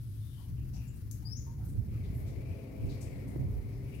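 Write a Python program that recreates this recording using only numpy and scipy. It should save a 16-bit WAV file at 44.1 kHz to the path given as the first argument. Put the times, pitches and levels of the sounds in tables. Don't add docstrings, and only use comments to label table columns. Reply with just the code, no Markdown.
import sys
import numpy as np
from scipy import signal
from scipy.fft import rfft, irfft
from scipy.io import wavfile
from scipy.ndimage import map_coordinates

SR = 44100
rng = np.random.default_rng(int(sys.argv[2]) if len(sys.argv) > 2 else 0)


def generate_wav(signal):
    frames = np.transpose(np.atleast_2d(signal))
    scaled = np.clip(frames, -1, 1) * 32767
    pcm = np.round(scaled).astype(np.int16)
    wavfile.write(sys.argv[1], SR, pcm)


N = 176400
TIME = np.arange(N) / SR
BIN_HZ = np.arange(N // 2 + 1) * SR / N
HAND_PAN_DB, HAND_T60_S = 19.5, 0.34


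# pitch_hz, width_hz, gain_db
WATCH_MODES = [(6060, 1600, -3), (11100, 1800, -2.5), (13800, 2500, -7)]

def watch_tick():
    start_s, impact_db, rattle_db, rattle_decay_s = 1.1123, -19, -36, 0.004
    rattle_envelope = (TIME > start_s) * np.exp(-np.abs(TIME - start_s) / rattle_decay_s)
    contact = from_db(rattle_db) * rng.standard_normal(N) * rattle_envelope
    contact[int(start_s * SR)] += from_db(impact_db)
    ring = np.zeros(N)
    for k, (pitch_hz, width_hz, gain_db) in enumerate(WATCH_MODES):
        resonance = signal.iirpeak(pitch_hz, pitch_hz / width_hz, fs=SR)
        ring += (-1) ** k * from_db(gain_db) * signal.lfilter(*resonance, contact)
    return in_yard(butter(ring, "high", hz=4200), HAND_PAN_DB, HAND_T60_S, wet_db=1)


# start_s, length_s, centre_hz, width_hz, level_db
STRAP_RUBS = [(.73, .047, 5730, 1290, -64), (.95, 0.035, 9300, 2000, -70), (1.64, 0.037, 12300, 4000, -66),
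              (1.675, 0.046, 9100, 2800, -66.5), (1.92, 0.053, 1250, 199, -70.5),
              (2.03, 0.048, 3680, 1200, -70.5), (2.13, 0.084, 11900, 3000, -66),
              (2.26, .06, 5000, 3500, -69), (2.85, 0.03, 7900, 4030, -70.5),
              (2.885, 0.059, 4260, 1080, -62), (3.005, 0.039, 7450, 2800, -59),
              (3.27, 0.044, 9400, 2620, -66.5), (3.72, 0.062, 5260, 700, -77.5),
              (3.94, 0.034, 10200, 3500, -68.5)]

def strap_rubs():
    strokes = bursts(STRAP_RUBS, rise_share=0.38, order=1)
    grain_db = 1.5 * drift(rate_hz=99)
    return in_yard(strokes * from_db(grain_db), HAND_PAN_DB, HAND_T60_S)


# start_s, length_s, centre_hz, width_hz, level_db
GRIP_BUMPS = [(1.74, 0.11, 97, 52.4, -36.5), (1.71, 0.074, 337, 158, -64), (2.05, 0.34, 124, 81, -46.5),
              (2.80, 0.11, 58, 55.4, -34.5), (2.81, .1, 219, 109, -44.5), (3.23, 0.21, 225, 70, -48),
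              (3.39, 0.098, 86.5, 64, -33.5), (3.5, 0.25, 50, 22.2, -41)]

def grip_bumps():
    knock_s, knock_hz, decay_s, knock_db = 3.3605, 318, 0.0033, -26
    age_s = np.maximum(TIME - knock_s, 0)
    knock = from_db(knock_db) * np.sin(2 * np.pi * knock_hz * age_s) * np.exp(-age_s / decay_s)
    bumps = bursts(GRIP_BUMPS, rise_share=0.28)
    return butter(bumps + knock, "low", hz=820) * pan(db=-20)


# time_s, pitch_hz
BIRD_PITCH = [(1.245, 4600), (1.258, 4780), (1.272, 4870), (1.286, 4960), (1.305, 5130), (1.320, 5290),
              (1.337, 5350), (1.353, 5620), (1.366, 6150), (1.380, 6800), (1.393, 6900), (1.408, 6720)]
# time_s, level_db
BIRD_LEVEL = [(1.245, -67), (1.257, -55), (1.272, -52), (1.284, -57), (1.308, -58), (1.319, -54),
              (1.337, -53.5), (1.348, -55), (1.366, -48.5), (1.380, -51), (1.393, -56), (1.408, -57)]
BIRD_OVERTONES = [-21, -27]
# time_s, gain_db
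BIRD_DIRECT = [(1.25, 0), (1.272, 5), (1.284, 1), (1.306, -1), (1.32, 7.5), (1.336, 7.5), (1.35, -4),
               (1.41, -5)]

def bird_chirp():
    start_s, end_s, edge_s = BIRD_PITCH[0][0], BIRD_PITCH[-1][0], 0.012
    pitch_hz = in_time(BIRD_PITCH) + 42 * drift(rate_hz=320)
    phase = 2 * np.pi * np.cumsum(pitch_hz) / SR
    overtones = sum(from_db(db) * np.sin(k * phase) for k, db in enumerate(BIRD_OVERTONES, 2))
    gate = np.clip(np.minimum(TIME - start_s, end_s - TIME) / edge_s, 0, 1)
    level_db = in_time(BIRD_LEVEL) + 1.4 * drift(rate_hz=90)
    whistle = np.sqrt(2) * (np.sin(phase) + overtones) * from_db(level_db) * gate
    return in_yard(whistle, pan_db=15, t60_s=0.47, wet_db=-2, direct_db=in_time(BIRD_DIRECT))


# frequency_hz, gain_db
EXHAUST_SPECTRUM = [(150, -3), (260, -5.5), (400, -8), (520, -11), (680, -18), (790, -22.5), (1100, -27),
                    (1600, -35.5), (3000, -63)]
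# frequency_hz, pan_db
EXHAUST_PAN = [(200, -1.5), (380, 9.5), (520, 7.5), (700, 11), (1300, 2.5)]
# time_s, level_db
EXHAUST_LEVEL = [(0, -74), (.9, -69.5), (1.3, -69.5), (1.801, -64), (2.3, -52.5), (2.899, -52),
                 (3.35, -51.5), (3.7, -55), (4, -56)]

def exhaust():
    spectrum = rfft(noise(EXHAUST_SPECTRUM)) * side_gains(per_bin(EXHAUST_PAN))
    return irfft(spectrum, N) * from_db(in_time(EXHAUST_LEVEL))


# pitch_hz, glide_hz_per_s, peak_s, half_length_s, level_db, pan_db
ENGINE_TONES = [(275.5, 7.5, 3.1, 0.79, -55, 4.5), (399.1, -5, 3.2, 1.25, -61.5, -2.5),
                (514.5, -6, 2.95, 0.47, -62.5, 14), (656, -10.5, 2.6, 0.48, -68.5, 10)]

def engine_tones():
    out = np.zeros((2, N))
    speed = 1 + 0.004 * drift(rate_hz=4.24)
    for pitch_hz, glide_hz_per_s, peak_s, half_length_s, level_db, pan_db in ENGINE_TONES:
        hz = (pitch_hz + glide_hz_per_s * (TIME - peak_s)) * speed
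        phase = 2 * np.pi * np.cumsum(hz) / SR
        flutter_db = 2 * drift(rate_hz=5)
        swell = from_db(level_db + flutter_db) / (1 + ((TIME - peak_s) / half_length_s) ** 4)
        scatter_rad = 0.7 * np.array([drift(rate_hz=9.9) for _ in range(2)])
        out += np.sqrt(2) * swell * np.sin(phase + scatter_rad) * pan(pan_db)
    return out


# frequency_hz, gain_db
WHIRR_SPECTRUM = [(1200, -15.5), (1700, -7.5), (2250, 5.5), (2700, -6), (3400, -13.5), (4600, -12.5),
                  (6500, -19.5), (10000, -16)]
# time_s, level_db
WHIRR_SWELL = [(0, -102), (1.8, -83), (1.93, -67.5), (2.3, -67), (2.55, -63), (2.78, -67.5), (3.1, -61),
               (3.5, -70), (3.948, -64.5)]

def engine_whirr():
    read_index = np.cumsum(1 + 0.04 * drift(rate_hz=4))
    whirr = np.array([map_coordinates(side, [read_index], mode="wrap") for side in noise(WHIRR_SPECTRUM)])
    level_db = in_time(WHIRR_SWELL) + drift(rate_hz=30)
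    return whirr * from_db(level_db) * pan(db=7)


# start_s, length_s, centre_hz, width_hz, level_db
ANIMAL_CALLS = [(.2, 0.15, 3610, 160, -77), (.3, 0.15, 3080, 340, -74), (.37, 0.071, 870, 397, -68.5),
                (.56, 0.089, 2650, 600, -75.5), (.73, 0.076, 780, 200, -69), (.73, 0.17, 2620, 453, -72),
                (.87, 0.035, 7240, 700, -67), (1.22, 0.054, 830, 130, -68.5),
                (1.463, 0.043, 980, 150, -65.5), (1.575, 0.051, 830, 220, -66),
                (1.6, 0.082, 1330, 350, -75), (3.92, 0.037, 2620, 553, -65)]

def far_animals():
    return in_yard(bursts(ANIMAL_CALLS, rise_share=0.36), pan_db=17.5, t60_s=0.31)


# frequency_hz, gain_db
TOWN_SPECTRUM = [(30, -20), (40, -8.5), (53, -2.5), (80, -2), (112, -3.5), (131, -1.5), (150, -11.5),
                 (180, -14), (266, -20), (310, -24), (490, -41), (800, -51), (1500, -69)]
# time_s, gain_db
TOWN_LEVEL = [(0, -42), (.4, -45), (.55, -38.5), (.95, -41.5), (1.15, -42), (1.55, -40), (1.7, -36),
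              (2.1, -37), (2.47, -38.5), (2.68, -45.5), (2.85, -37), (3.2, -42), (3.45, -35), (3.7, -43.5),
              (4, -38)]
# time_s, pan_db
TOWN_PAN = [(0, 2), (1.3, 3.5), (1.7, -1.5), (2.3, 1.5), (3.3, 1), (3.7, 3)]

def town_rumble():
    trim_db, drone_hz, lag_s = -0.5, 111.1, 0.00039
    rumble = noise(TOWN_SPECTRUM) * from_db(in_time(TOWN_LEVEL) + trim_db)
    drone_db = -45 + 3.9 * drift(rate_hz=10)
    wander_rad = 1.73 * drift(rate_hz=3.68)
    drone = from_db(drone_db) * np.sin(2 * np.pi * drone_hz * TIME + wander_rad)
    left, right = (rumble + drone) * side_gains(in_time(TOWN_PAN))
    return np.array([delayed(left, lag_s), right])


# frequency_hz, gain_db
HISS_SPECTRUM = [(530, -26), (900, -6.5), (1350, -3.5), (2000, -4.5), (2700, -9), (3600, -11), (4300, -7.5),
                 (5200, -7.5), (6500, -9.5), (8000, -13), (10600, -5.5), (14500, -4.5), (15800, -5)]
# time_s, level_db
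HISS_LEVEL = [(0, -68), (.4, -68.5), (.55, -66), (1.05, -66.5), (1.7, -67), (2.6, -68.5), (4, -67)]
# frequency_hz, gain_db
SIZZLE_SPECTRUM = [(2200, -10), (3400, 1), (4800, -2.5), (7000, -7.5), (10000, 2.5), (12500, 2),
                   (15500, -14)]
# time_s, level_db
SIZZLE_FADE = [(0, -69.5), (.27, -68.5), (.44, -67), (.52, -84), (.8, -100)]

def air_hiss():
    hiss = noise(HISS_SPECTRUM) * from_db(in_time(HISS_LEVEL)) * pan(db=4.5)
    flicker_db = 1.44 * drift(rate_hz=24)
    sizzle = noise(SIZZLE_SPECTRUM) * from_db(in_time(SIZZLE_FADE)) * pan(HAND_PAN_DB)
    return hiss * from_db(flicker_db) + sizzle


# frequency_hz, correlation
STEREO_LIKENESS = [(60, 0.57), (120, 0.9), (240, 1), (480, 0.18), (700, 0), (4000, 0.02)]

def noise(spectrum):
    low_hz, high_hz = spectrum[0][0] / 1.3, spectrum[-1][0] * 1.2
    edges = 1 / (1 + (BIN_HZ / high_hz) ** 8) / (1 + (low_hz / (BIN_HZ + 1)) ** 4)
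    mid, side = rfft(rng.standard_normal((2, N))) * from_db(per_bin(spectrum)) * edges
    alike = per_bin(STEREO_LIKENESS)
    return unit_rms(irfft(np.sqrt(1 + alike) * mid + np.sqrt(1 - alike) * side * [[1], [-1]], N))


def bursts(rows, rise_share, order=2):
    out = np.zeros(N)
    for start_s, length_s, centre_hz, width_hz, level_db in rows:
        low_hz = np.sqrt(centre_hz ** 2 + width_hz ** 2 / 4) - width_hz / 2
        high_hz = min(low_hz + width_hz, SR / 2 - 100)
        band = unit_rms(butter(rng.standard_normal(N), "band", [low_hz, high_hz], order))
        age = np.maximum(TIME - start_s, 0) / (length_s * rise_share)
        out += from_db(level_db) * age * np.exp(1 - age) * band
    return out


def in_yard(x, pan_db, t60_s, wet_db=0, direct_db=0):
    gap_s, lag_s = 0.0032, 0.000483
    age_s = TIME[:SR]
    tail = rng.standard_normal((2, SR)) * from_db(-60 * age_s / t60_s) * (age_s > gap_s)
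    tail /= np.sqrt(np.sum(tail ** 2, axis=1, keepdims=True))
    echoes = signal.fftconvolve(x[None], tail, axes=1)[:, :N]
    near = x * from_db(direct_db)
    direct = np.array([near, delayed(near, lag_s)])
    return direct * pan(pan_db) + echoes * from_db(wet_db) * pan(db=7)


def drift(rate_hz):
    hop, settle = 40, 2000
    pole = np.exp(-2 * np.pi * rate_hz * hop / SR)
    white = rng.standard_normal(N // hop + settle + 2)
    slow = signal.lfilter([1], [1, -2 * pole, pole * pole], white)[settle:]
    return np.interp(np.arange(N) / hop, np.arange(len(slow)), unit_rms(slow))


def in_time(curve):
    return np.interp(TIME, *np.transpose(curve))


def per_bin(curve):
    hz, values = np.transpose(curve)
    return np.interp(np.log(BIN_HZ + 1e-3), np.log(hz), values)


def side_gains(db):
    return from_db(db * np.array([[0.5], [-0.5]]))


def pan(db):
    gains = side_gains(db)
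    return gains / gains.mean()


def butter(x, kind, hz, order=2):
    return signal.sosfilt(signal.butter(order, hz, kind, fs=SR, output="sos"), x)


def delayed(x, lag_s):
    return np.interp(TIME - lag_s, TIME, x)


def from_db(db):
    return 10 ** (np.asarray(db) / 20)


def unit_rms(x):
    return x / np.sqrt(np.mean(x ** 2) + 1e-20)


def scene():
    watch = watch_tick() + strap_rubs() + grip_bumps()
    vehicle = exhaust() + engine_tones() + engine_whirr()
    return watch + bird_chirp() + vehicle + far_animals() + town_rumble() + air_hiss()


def record(dry):
    cutoff_hz = 15800
    return signal.sosfilt(signal.ellip(12, 0.1, 80, cutoff_hz, fs=SR, output="sos"), dry)


dry = scene()
out = record(dry)
generate_wav(out)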